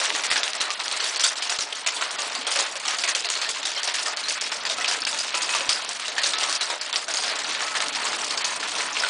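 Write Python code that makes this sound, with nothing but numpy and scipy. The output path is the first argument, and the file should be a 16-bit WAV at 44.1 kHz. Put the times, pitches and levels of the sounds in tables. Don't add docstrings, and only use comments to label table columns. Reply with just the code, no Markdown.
import sys
import numpy as np
from scipy import signal
from scipy.fft import rfft, irfft
from scipy.io import wavfile
from scipy.ndimage import uniform_filter1d, minimum_filter1d

SR = 44100
rng = np.random.default_rng(int(sys.argv[2]) if len(sys.argv) > 2 else 0)


def volts_from_db(level):
    exponent = np.asarray(level, float) / 20
    return 10 ** exponent


def waveform_to_disk(signal):
    frames = np.transpose(np.atleast_2d(signal))
    scaled = np.clip(frames, -1, 1) * 32767
    samples = np.round(scaled).astype(np.int16)
    wavfile.write(sys.argv[1], SR, samples)


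N = 400869
SIZE = 8192
TOP_HZ = 10150


def unit(x):
    return x / np.sqrt(np.mean(x ** 2, axis=-1, keepdims=True))


def colour(x, spectrum, lo_hz=0, hi_hz=SR, ping_hz=1000, ping_db=0):
    f = np.maximum(np.fft.rfftfreq(x.shape[-1], 1 / SR), 1)
    hz, db = np.transpose(spectrum)
    response_db = np.interp(np.log(f), np.log(hz), db)
    edges = 1 / np.sqrt((1 + (lo_hz / f) ** 6) * (1 + (f / hi_hz) ** 6))
    hump_db = ping_db * np.exp(-(np.log(f / ping_hz) / 0.11) ** 2)
    return irfft(rfft(x) * volts_from_db(response_db + hump_db) * edges, x.shape[-1])


def walk(rate):
    k = int(SR / rate)
    steps = np.repeat(rng.standard_normal(N // k + 1), k)
    return 2.9 * uniform_filter1d(uniform_filter1d(steps, k), k)[:N]


def add(out, s, sound):
    i = max(int(s * SR), 0)
    out[i:i + len(sound)] += sound[:len(out) - i]


def far_patter():
    # start_s, level_db
    shower = [(0.0, -22.5), (0.28, -29), (0.68, -30), (1.11, -29.5), (1.8, -32.5), (2.51, -28.5),
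              (2.71, -32), (3.24, -32), (3.64, -31.5), (4.1, -29), (4.43, -31.5), (5.52, -28.5),
              (6.05, -34.5), (6.38, -25.5), (6.91, -35.5), (7.32, -27.5), (8.94, -29), (9.09, -27.5)]
    # frequency_hz, density_db
    patter = [(24, -60), (40, -39), (171, -10.5), (670, 4.5), (1110, 6), (4450, 4.5), (8710, -3),
              (10000, -7.5), (13000, -99), (22000, -120)]
    falls_per_s, bands = 500, 11
    spread_db, t60_s, tick_db = 4.0, 0.092, 16
    out = 0
    t = np.arange(SIZE) / SR
    for hz in np.geomspace(350, 8500, bands):
        when, size = rng.random((6000, 2)).T
        hits = np.zeros(N)
        fall = (np.cumsum(-np.log(when)) * bands / falls_per_s * SR).astype(int)
        inside = fall < N
        np.add.at(hits, fall[inside], volts_from_db(np.minimum(-spread_db * np.log(size[inside]), 8)))
        echo = rng.standard_normal(SIZE) * volts_from_db(-60 * t / t60_s)
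        echo[SIZE // 64] += volts_from_db(tick_db)
        grain = colour(echo, patter, hz / 1.6, hz * 1.6)
        out = out + signal.fftconvolve(hits, grain)[:N]
    flat = rfft(out)
    flat = flat / np.sqrt(uniform_filter1d(np.abs(flat) ** 2, 2000) + 1e-9)
    bed = unit(colour(irfft(flat, N), patter, 270))
    level_db = np.interp(np.arange(N) / SR, *np.transpose(shower))
    flicker_db = .25 * walk(9.4)
    return bed * volts_from_db(level_db - 1.13 + flicker_db)


def drumming_boards():
    # start_s, level_db
    gusts = [
        (0.0, -62),
        (1.59, -70),
        (2.35, -63),
        (3.92, -69.5),
        (4.45, -59.5),
        (6.43, -61),
        (6.71, -67),
        (7.74, -58),
        (9.09, -58.5),
    ]
    # frequency_hz, density_db
    rumble = [(15, -54), (25, -26.5), (102, -13.5), (227, -1.5), (300, 1), (390, -20.5), (660, -120)]
    level_db = np.interp(np.arange(N) / SR, *np.transpose(gusts))
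    return unit(colour(rng.standard_normal(N), rumble)) * volts_from_db(level_db + 3.5 + 0.63 * walk(12))


def tick(hz, cycles):
    turns = np.arange(SIZE) / SR * hz
    x = np.sin(2 * np.pi * turns) * turns * np.exp(-turns / cycles)
    x = np.diff(x, prepend=0)
    return x / np.max(np.abs(x))


def knock(hz, t60, rise_s):
    t = np.arange(SIZE) / SR
    return np.sin(2 * np.pi * hz * t) * (1 - np.exp(-t / rise_s)) * volts_from_db(-60 * t / t60)


def tail(lo_hz, hi_hz, t60, ping_hz):
    # frequency_hz, density_db
    deck = [(24, -52), (40, -47), (124, -24), (583, 1.5), (1310, 0), (2330, -1.5), (4670, 5), (8710, -1),
            (10000, -4), (13000, -99), (22000, -120)]
    lumpy_db, early, early_s, swell_s = 5.5, 1.02, 0.0042, 0.0073
    t = np.arange(SIZE) / SR
    lumps = volts_from_db(lumpy_db * np.repeat(rng.uniform(-1, 1, SIZE // 128), 128))
    gathering = early * np.exp(-t / early_s) + 1 - np.exp(-t / swell_s)
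    shape = lumps * gathering * volts_from_db(-60 * t / t60)
    x = colour(rng.standard_normal(SIZE) * shape, deck, lo_hz, hi_hz, ping_hz, ping_db=6)
    return x / np.std(x[:1024])


def near_stones():
    # start_s, tick_db (peak), pitch_hz, echo_db
    damp_board_stones = [
        (0, -16, 3500, -24),
                         (0.053, -5, 5840, -25.5), (0.1491, -19, 1910, -23.5), (0.2357, -20, 2140, -21),
                   (0.301, -21, 1940, -24), (0.4307, -64, 3600, -24), (0.605, -20, 4020, -20.5),
                   (0.88, -5, 4200, -31), (1.0388, -20, 3550, -25), (1.422, -14, 2920, -26),
                   (1.495, -23, 2650, -24.5), (1.5873, -4, 4220, -26.5), (1.8628, -10, 2390, -20),
                   (2.5887, -5, 3700, -21), (2.8796, -7, 5600, -23), (2.9855, -7.5, 4540, -25),
                   (3.0366, -8, 2220, -20.5), (4.058, -31, 1810, -23.5), (4.411, 5, 5250, -26),
                   (4.5163, -18, 5400, -24.5), (4.878, -17, 5080, -21.5), (5.4907, -16, 2550, -23.5),
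                   (5.691, -4.5, 4820, -18.5), (6.2347, -12, 3720, -22), (6.431, -11, 5730, -22),
                   (6.6081, -33, 4020, -21.5), (6.9583, -5, 4680, -24.5), (7.236, -3, 4720, -22.5),
                   (7.3913, -9, 3700, -29), (7.803, -25, 3880, -24.5), (8.374, -11, 4600, -25.5)]
    # start_s, tick_db (peak), pitch_hz, echo_db
    dry_stones = [(0.3138, -17, 1980, -21), (0.3569, -33, 1650, -19), (0.5326, -2, 3970, -41),
                  (0.7997, -11, 4170, -30), (0.9999, -27, 4580, -24), (1.16, -8, 4530, -25),
                  (1.473, -16, 2680, -32), (1.726, -23, 3120, -31.5), (2.0224, -9.5, 1400, -26.5),
                  (2.8515, -33, 1240, -24), (3.0759, -55, 1910, -20.5), (3.2453, -20, 4140, -24.5),
                  (3.289, -5, 3700, -38), (3.4147, -12, 4430, -22), (3.6292, -12, 3680, -27.5),
                  (3.8747, -12, 5300, -21), (4.1709, -7, 4450, -26.5), (4.2382, -12, 4150, -35),
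                  (4.3063, -4, 2300, -34), (4.6506, -17, 4780, -23), (4.6974, -3, 3640, -23),
                  (4.8445, -11, 2740, -28), (6.1801, -12, 1800, -21.5), (6.335, -1, 3650, -25.5),
                  (6.9275, -17, 3480, -21), (7.443, -19, 4000, -29), (7.7508, -17, 1830, -21),
                  (7.8233, -20, 4220, -44), (8.968, -30, 2160, -27), (9.0355, -6, 1530, -25)]
    # start_s, tick_db (peak), pitch_hz, splash_db
    puddle_stones = [(0.7041, 1, 2760, -31.5), (1.0624, -12, 1870, -29.5), (1.1954, -35, 5480, -21.5),
                     (1.2363, -32, 3500, -19), (1.6073, -7, 5300, -29), (1.7495, -37, 4500, -33.5),
                     (2.1074, -11, 3300, -33), (2.5137, -13, 3050, -25), (3.149, -10, 3040, -23),
                     (3.3, -7, 6700, -25.5), (3.49, -2, 3440, -26.5), (3.652, -26, 3680, -23),
                     (3.8318, -3, 4640, -27.5), (3.9392, -25, 1840, -26), (4.2837, -3, 4500, -27),
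                     (5.0678, -13, 2520, -27), (5.1736, -21, 2670, -32), (5.1876, 2, 5000, -29),
                     (5.4179, -18, 5050, -26), (6.2606, -4, 4100, -24.5), (6.3834, 34, 4760, -35),
                     (6.4952, -7, 4540, -26), (6.5258, -17, 4570, -26.5), (6.8114, -22, 4800, -29.5),
                     (7.1376, -18, 6600, -25.5), (7.1694, -20, 4750, -27), (7.2783, -42, 4470, -31.5),
                     (8.1873, -20, 2870, -31.5), (8.4447, 6, 4280, -26), (8.8055, -9.5, 2000, -33)]
    # start_s, tick_db (peak), pitch_hz, thump_db
    hollow_stones = [(0.1026, -21, 2180, -33.5), (0.4781, -7, 2650, -35), (0.9132, -6, 4040, -31.5),
                     (1.9633, -16, 3400, -30.5), (2.0098, -23, 1390, -26.5), (2.185, -24, 2720, -28.5),
                     (2.2194, -6, 4800, -31.5), (2.3506, 1, 4660, -27), (2.4667, -13, 3200, -25),
                     (2.5576, -15, 2680, -22), (2.7547, -16, 2460, -33), (4.783, -32, 1300, -30.5),
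                     (5.0191, -40, 4700, -53), (5.0501, -40, 4730, -53), (5.1288, -10, 3500, -31),
                     (5.3422, -5, 2650, -24.5), (5.548, -21, 1190, -23.5), (5.606, -11.5, 2580, -30.5),
                     (6.0803, -10, 4000, -29.5), (6.1636, -23, 1750, -31), (6.6998, -27, 3820, -26.5),
                     (7.081, -27, 1530, -27.5), (7.297, -18, 4200, -28.5), (7.5483, -15, 1790, -39),
                     (7.6052, -12, 1830, -29), (8.0648, -16, 1210, -27.5), (8.1305, -11, 1460, -29.5),
                     (8.3076, -1, 4150, -27.5), (8.6288, -10, 1780, -29.5), (8.7819, -18, 4120, -28)]
    # start_s, tick_db (peak), pitch_hz, echo_db
    more_damp_stones = [
        (4.9116, -20, 1680, -22),
        (5.3064, -14, 4020, -47),
        (5.8905, -6, 5800, -30.5),
        (7.8835, -7, 4320, -39),
        (8.9288, -25, 2700, -38),
        (9.0242, -23, 1330, -28),
    ]
    # start_s, pitch_hz, echo_db
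    sleet = [(0.1336, 2830, -40), (0.8003, 1610, -35), (1.0381, 3770, -29), (1.13, 6030, -37),
             (1.369, 3900, -31.5), (1.5219, 5770, -27), (1.611, 5230, -34), (2.934, 1250, -29),
             (3.3503, 4300, -24), (3.7147, 4800, -31), (3.763, 5600, -29), (3.9829, 2830, -24.5),
             (4.4623, 4600, -36), (4.6943, 4000, -32), (4.8083, 1990, -23.5), (4.843, 2750, -26),
             (5.397, 5860, -39), (5.536, 2750, -24.5), (5.667, 6000, -39), (5.7638, 1500, -29),
             (5.8348, 1140, -31.5), (5.9955, 1260, -29), (6.0484, 2820, -28), (6.233, 4380, -24.5),
             (6.409, 3020, -25), (6.5457, 4600, -33), (6.8956, 1010, -34), (7.391, 3360, -42),
             (7.506, 4240, -27), (7.5498, 1810, -31), (7.949, 5070, -25), (8.0302, 4160, -30),
             (8.0509, 1060, -25.5), (8.4862, 1800, -27), (8.998, 5250, -26.5), (6.86, 3000, -30),
             (8.852, 5530, -32)]
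    # low_hz, high_hz, t60_s, gain_db
    tails = [
        (240, 2240, 0.45, -11),
        (1390, 3540, 0.22, -7),
        (4910, 9000, 0.23, -9),
    ]
    # thump_db, echo_db, splash_db
    damp, dry_board, puddle, hollow = (-4, 1.6, 3.06), (-4.5, 2.3, -1.1), (-7.5, 0.82, 7.3), (3.8, 2.6, 3.9)
    sleet_tick_db, tick_gain_db, loudest_tick_db, scatter_db = -24, -2.5, -9.5, 1.2
    small_stones = [(s, sleet_tick_db, hz, db) for s, hz, db in sleet]
    surfaces = (
        (damp_board_stones, damp), (dry_stones, dry_board), (puddle_stones, puddle),
        (hollow_stones, hollow), (more_damp_stones, damp), (small_stones, dry_board))
    out = np.zeros(N)
    for stones, share_db in surfaces:
        for s, db, hz, strength_db in stones:
            tails_db = strength_db + np.array(share_db) + scatter_db * rng.standard_normal(size=3)
            thump_db, echo_db, _ = tails_db
            peak_db = min(db + tick_gain_db, loudest_tick_db)
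            add(out, s + .0007, -volts_from_db(peak_db) * tick(hz, cycles=.4))
            add(out, s + .001, volts_from_db(echo_db - 1) * knock(hz, t60=.035, rise_s=.0005))
            low_mode = knock(rng.uniform(510.3, 1390), t60=0.17, rise_s=0.0017)
            add(out, s + 0.00079, volts_from_db(thump_db - 7.5) * low_mode)
            for d, (lo, hi, t60, gain_db) in zip(tails_db, tails):
                add(out, s + 0.001003, volts_from_db(d + gain_db) * tail(lo, hi, t60, hz))
    return out


def loose_slats():
    # start_s, pitch_hz, level_db
    rings = [(0.069, 5640, -24), (1.23, 3190, -19), (1.238, 3700, -19), (1.24, 4700, -15.5),
             (1.243, 1466, -20), (2.512, 4400, -29), (3.456, 1820, -23), (3.759, 2110, -27),
             (3.766, 4270, -23), (3.772, 3190, -19), (4.071, 1258, -23.5), (4.235, 4160, -19),
             (4.905, 1720, -31), (5.216, 5160, -25), (5.499, 2550, -32), (6.175, 1805, -24),
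             (6.257, 1740, -20.5), (6.484, 1120, -22.5), (7.757, 1730, -21), (0.694, 1200, -20),
             (8.93, 2700, -29), (7.97, 927, -23), (8.075, 5100, -28), (9.037, 1477, -15.5)]
    out = np.zeros(N)
    for s, hz, db in rings:
        add(out, s, volts_from_db(db - 4.5) * knock(hz, t60=0.15, rise_s=0.0013))
        add(out, s, volts_from_db(db - 8.0) * knock(hz * 0.94, t60=0.11, rise_s=0.001))
    return out


def crack(hz):
    u = np.pi * hz * (np.arange(256) / SR - .001)
    return (2 * u ** 2 - 1) * np.exp(-u ** 2)


def doorstep():
    # start_s, level_db (peak), pitch_hz
    cracks = [(0.1039, -5.2, 2730.0), (0.1511, -7.8, 3960.0), (0.4328, -4.1, 3040.0),
              (0.6141, -4.1, 4300.0), (0.7048, -9.0, 4040.0), (0.8817, -7.3, 4240.0), (6.4106, -11, 4970.0),
              (1.4961, -9.0, 3720.0), (1.5916, -7.5, 4170.0), (2.5912, -4.8, 3710.0),
              (2.801, -13.6, 5650.0), (2.9868, -11.1, 4480.0), (3.1505, -6.2, 4570.0),
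              (3.2464, -9.1, 3320.0), (3.3023, -6.5, 5090.0), (3.7179, -12.4, 5300.0),
              (5.0195, -11.6, 4720.0), (5.0514, -6.2, 4660.0), (5.693, -4.2, 3880.0),
              (6.3866, -7.5, 4500.0), (6.5268, -5.9, 4720.0), (6.5374, -9.9, 5280.0),
              (6.9289, -8.0, 4640.0), (6.9591, -7.1, 3010.0), (7.1717, -9.0, 3630.0),
              (7.2806, -9.2, 3550.0), (7.8042, -4.8, 3370.0), (7.8231, -8.4, 4990.0),
              (8.3775, -9.0, 3410.0)]
    # start_s, level_db (peak), pitch_hz
    more_cracks = [(0.3149, -5.2, 2090), (0.3595, -8.0, 2650), (0.7102, -12.0, 4030), (0.7151, -13.0, 3170),
                   (0.802, -12.8, 3940), (0.8071, -14.1, 1680), (0.9167, -11.8, 3790), (1.044, -11.6, 6180),
                   (1.1966, -10.1, 5230), (1.2187, -13.4, 7000), (1.266, -8.0, 5920), (1.7305, -14.7, 3210),
                   (2.0259, -11.4, 2540), (2.9468, -14.4, 4130), (2.9959, -13.1, 5210), (3.1582, -11.6, 6630),
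                   (3.2888, -12.6, 3570), (3.3391, -13.1, 2780), (3.4165, -13.5, 4390), (3.8997, -11.6, 3060),
                   (4.0309, -14.5, 4800), (4.1661, -14.3, 5640), (4.4172, -12.4, 5430), (4.4655, -15.1, 5230),
                   (4.5256, -12.7, 1770), (4.6686, -13.3, 4290), (5.192, -11.5, 5320), (5.2475, -13.8, 5060),
                   (5.5639, -12.4, 6070), (5.6085, -14.0, 3750), (5.8484, -12.8, 6460), (5.9321, -13.7, 6550),
                   (6.0831, -13.7, 4740), (6.2181, -15.0, 5560), (6.4972, -11.6, 7000), (6.5622, -10.2, 5810),
                   (7.55, -12.6, 3620), (7.682, -13.9, 3420), (7.8426, -12.8, 6070), (8.4438, -13.0, 3120),
                   (8.4509, -12.0, 4840), (8.8208, -13.4, 5680), (8.9686, -13.0, 2560)]
    chips_per_s, chip_db, chip_spread_db = 30, -29, 3
    out = np.zeros(N)
    for s, db, hz in cracks + [(s, db + 1.5, hz) for s, db, hz in more_cracks]:
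        add(out, s - .0011, volts_from_db(db + .3) * crack(hz))
    gap, size, pitch = rng.random((900, 3)).T
    starts_s = np.cumsum(-np.log(gap)) / chips_per_s
    sizes_db = np.minimum(-chip_spread_db * np.log(size), 9)
    for s, db, hz in zip(starts_s, sizes_db, 2200 * 2.6 ** pitch):
        if s * SR < N:
            add(out, s, volts_from_db(chip_db + db) * crack(hz))
    return out


def long_boards():
    # start_s, pitch_hz, level_db
    booms = [(0.125, 315, -39), (2.34, 260, -48), (2.384, 260, -35.5), (3.64, 330, -42), (5.42, 330, -39),
             (5.66, 280, -44), (6.27, 307, -44), (7.482, 330, -41), (8.14, 344, -40), (3.089, 302, -45),
             (8.931, 300, -44)]
    out = np.zeros(N)
    for s, hz, db in booms:
        add(out, s, volts_from_db(db) * knock(hz, t60=0.14, rise_s=0.0026))
    return out


def microphone_jolts():
    # start_s, level_db (peak)
    thuds = [
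        (0.314, -47),
        (0.605, -53),
        (1.269, -57),
        (1.588, -49),
        (3.303, -59),
        (3.498, -56),
        (3.651, -55),
        (5.049, -58),
        (5.687, -48),
        (6.529, -56),
    ]
    t = np.arange(SIZE) / SR
    out = np.zeros(N)
    for s, db in thuds:
        add(out, s, volts_from_db(db + 23.5 - 60 * t / 0.002))
    return out


def metal_table():
    modes_hz = [994, 1299, 2555]
    decays_s = [1.2, 1.4, 1.05]
    # start_s, low_mode_db, middle_mode_db, high_mode_db
    strikes = [(0.361, -41, -32, -32), (0.799, -40, -36, -46), (1.85, -31, -50, -48), (2.47, -46, -36, -32),
               (3.039, -47, -44, -30), (4.06, -52, -41, -48), (4.78, -33, -29, -33), (5.337, -29, -50, -27),
               (5.495, -30.5, -43, -26), (5.609, -34, -39, -42), (6.335, -45, -27, -45),
               (7.648, -47, -26.5, -47), (7.98, -33, -34, -47), (8.439, -29.5, -55, -32),
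               (8.798, -30, -50, -40), (8.97, -28, -46, -36)]
    t = np.arange(SR) / SR
    out = np.zeros(N)
    for s, *dbs in strikes:
        for db, hz, t60 in zip(dbs, modes_hz, decays_s):
            add(out, s, volts_from_db(db - 6.5 - 60 * t / t60) * np.sin(2 * np.pi * (hz * t + rng.random())))
    return out


def buzzing_spots():
    # start_s, pitch_hz, level_db
    snaps = [(7.4445, 4200, -20), (1.7255, 3200, -20), (4.3065, 2400, -17), (4.845, 2800, -16),
             (5.0196, 4900, -18), (5.0512, 4900, -18), (5.0722, 2600, -19), (6.2345, 4800, -19),
             (6.241, 4100, -16), (6.9592, 4900, -16), (8.929, 5900, -24), (8.9675, 2500, -18)]
    out = np.zeros(N)
    for s, hz, db in snaps:
        for ratio in (.91, 1, 1.1):
            add(out, s, volts_from_db(db) * knock(hz * ratio, t60=.024, rise_s=.0003))
    return out


def scene():
    light = near_stones() + loose_slats() + buzzing_spots()
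    light = colour(light, [(20, -24), (140, -19), (330, 0), (SR, 0)])
    boards = drumming_boards() + light + long_boards() + microphone_jolts()
    return (far_patter() + boards + doorstep() + metal_table())[None]


def patchy_treble(x):
    # start_s, length_s, low_hz, high_hz
    treble_gaps = [(0.219, 0.015, 5300, 9000), (0.27, 0.029, 5300, 10400), (0.509, 0.02, 6100, 9000),
                   (0.572, 0.03, 6600, 10400), (0.685, 0.017, 6300, 9200), (0.742, 0.038, 5300, 9200),
                   (0.98, 0.017, 5600, 7300), (1.181, 0.013, 6500, 10400), (1.337, 0.019, 7700, 10400),
                   (1.4, 0.02, 5300, 10400), (1.567, 0.02, 8000, 10400), (1.734, 0.015, 6300, 10400),
                   (1.845, 0.017, 4600, 10400), (1.895, 0.026, 7300, 10400), (2.088, 0.017, 5800, 10400),
                   (2.161, 0.022, 5100, 9600), (2.779, 0.019, 5600, 10400), (3.064, 0.012, 5300, 10400),
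                   (3.13, 0.017, 4700, 8900), (3.273, 0.015, 5300, 10400), (3.608, 0.02, 8200, 10400),
                   (3.637, 0.015, 7300, 10400), (3.804, 0.025, 4900, 10400), (3.92, 0.019, 6300, 8700),
                   (4.091, 0.028, 8400, 10400), (4.138, 0.026, 5300, 10400), (4.39, 0.017, 4400, 10400),
                   (4.497, 0.016, 4400, 8700), (4.606, 0.028, 6300, 10400), (4.674, 0.017, 8200, 9400),
                   (4.737, 0.025, 7700, 9400), (4.86, 0.016, 5300, 10400), (5.036, 0.013, 4400, 10400),
                   (5.054, 0.012, 4800, 10400), (5.081, 0.028, 5500, 6600), (5.326, 0.01, 6100, 10400),
                   (5.824, 0.019, 5100, 7000), (5.856, 0.033, 6100, 8700), (6.101, 0.019, 6800, 10400),
                   (6.199, 0.017, 5200, 10400), (6.351, 0.032, 5800, 10400), (6.579, 0.023, 5100, 8700),
                   (6.793, 0.017, 5400, 9600), (6.912, 0.015, 4400, 10400), (6.931, 0.007, 4800, 10400),
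                   (7.786, 0.016, 5300, 8200), (7.902, 0.023, 4600, 9600), (8.173, 0.01, 5100, 9200),
                   (8.284, 0.013, 5100, 7800), (8.422, 0.019, 4400, 10400)]
    margin_db, slope_db, luck_db, drop_db = -35.0, -7.5, 5.5, -17
    hole_db, lull_db, patchy_db = -14, -1.5, 4
    f, t, z = signal.stft(x, SR, nperseg=512)
    loud = -minimum_filter1d(-np.sum(np.abs(z) ** 2, axis=0), size=6, origin=-2)
    edges = np.geomspace(4700, TOP_HZ + 300, 13)
    for lo, hi in zip(edges, edges[1:]):
        band = (f >= lo) & (f < hi)
        luck = np.repeat(rng.standard_normal(len(t)), 2)[:len(t)]
        limit_db = margin_db + slope_db * np.log2(lo / 6000) + luck_db * luck
        weak = np.mean(np.abs(z[band]) ** 2, axis=0) < loud * volts_from_db(2 * limit_db)
        z[band] *= np.where(weak, volts_from_db(drop_db), 1)
    thinned = signal.istft(z, SR, nperseg=512)[1]
    f, t, z = signal.stft(thinned, SR, nperseg=256)
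    power = np.sum(np.abs(z) ** 2, axis=0)
    calm = power < 2 * uniform_filter1d(power, size=9)
    for lo, hi in zip(edges[::2], edges[2::2]):
        flutter_db = patchy_db * (np.repeat(rng.standard_normal(len(t)), 2)[:len(t)] - 1 / 3)
        z[(f >= lo) & (f < hi)] *= volts_from_db(calm * flutter_db)
    for s, length, lo, hi in treble_gaps:
        now = (t > s) & (t < s + length)
        z[:, now] *= volts_from_db(np.where((f > lo) & (f < hi), hole_db, lull_db))[:, None]
    return signal.istft(z, SR, nperseg=256)[1][:N]


def low_pass(x):
    return signal.sosfilt(signal.butter(12, 11260, fs=SR, output="sos"), x)


def record(dry):
    thin = patchy_treble(dry[0])
    cut = signal.sosfilt(signal.ellip(10, .2, 62, TOP_HZ, fs=SR, output="sos"), thin)
    return low_pass(cut[None])


dry = scene()
out = record(dry)
waveform_to_disk(out)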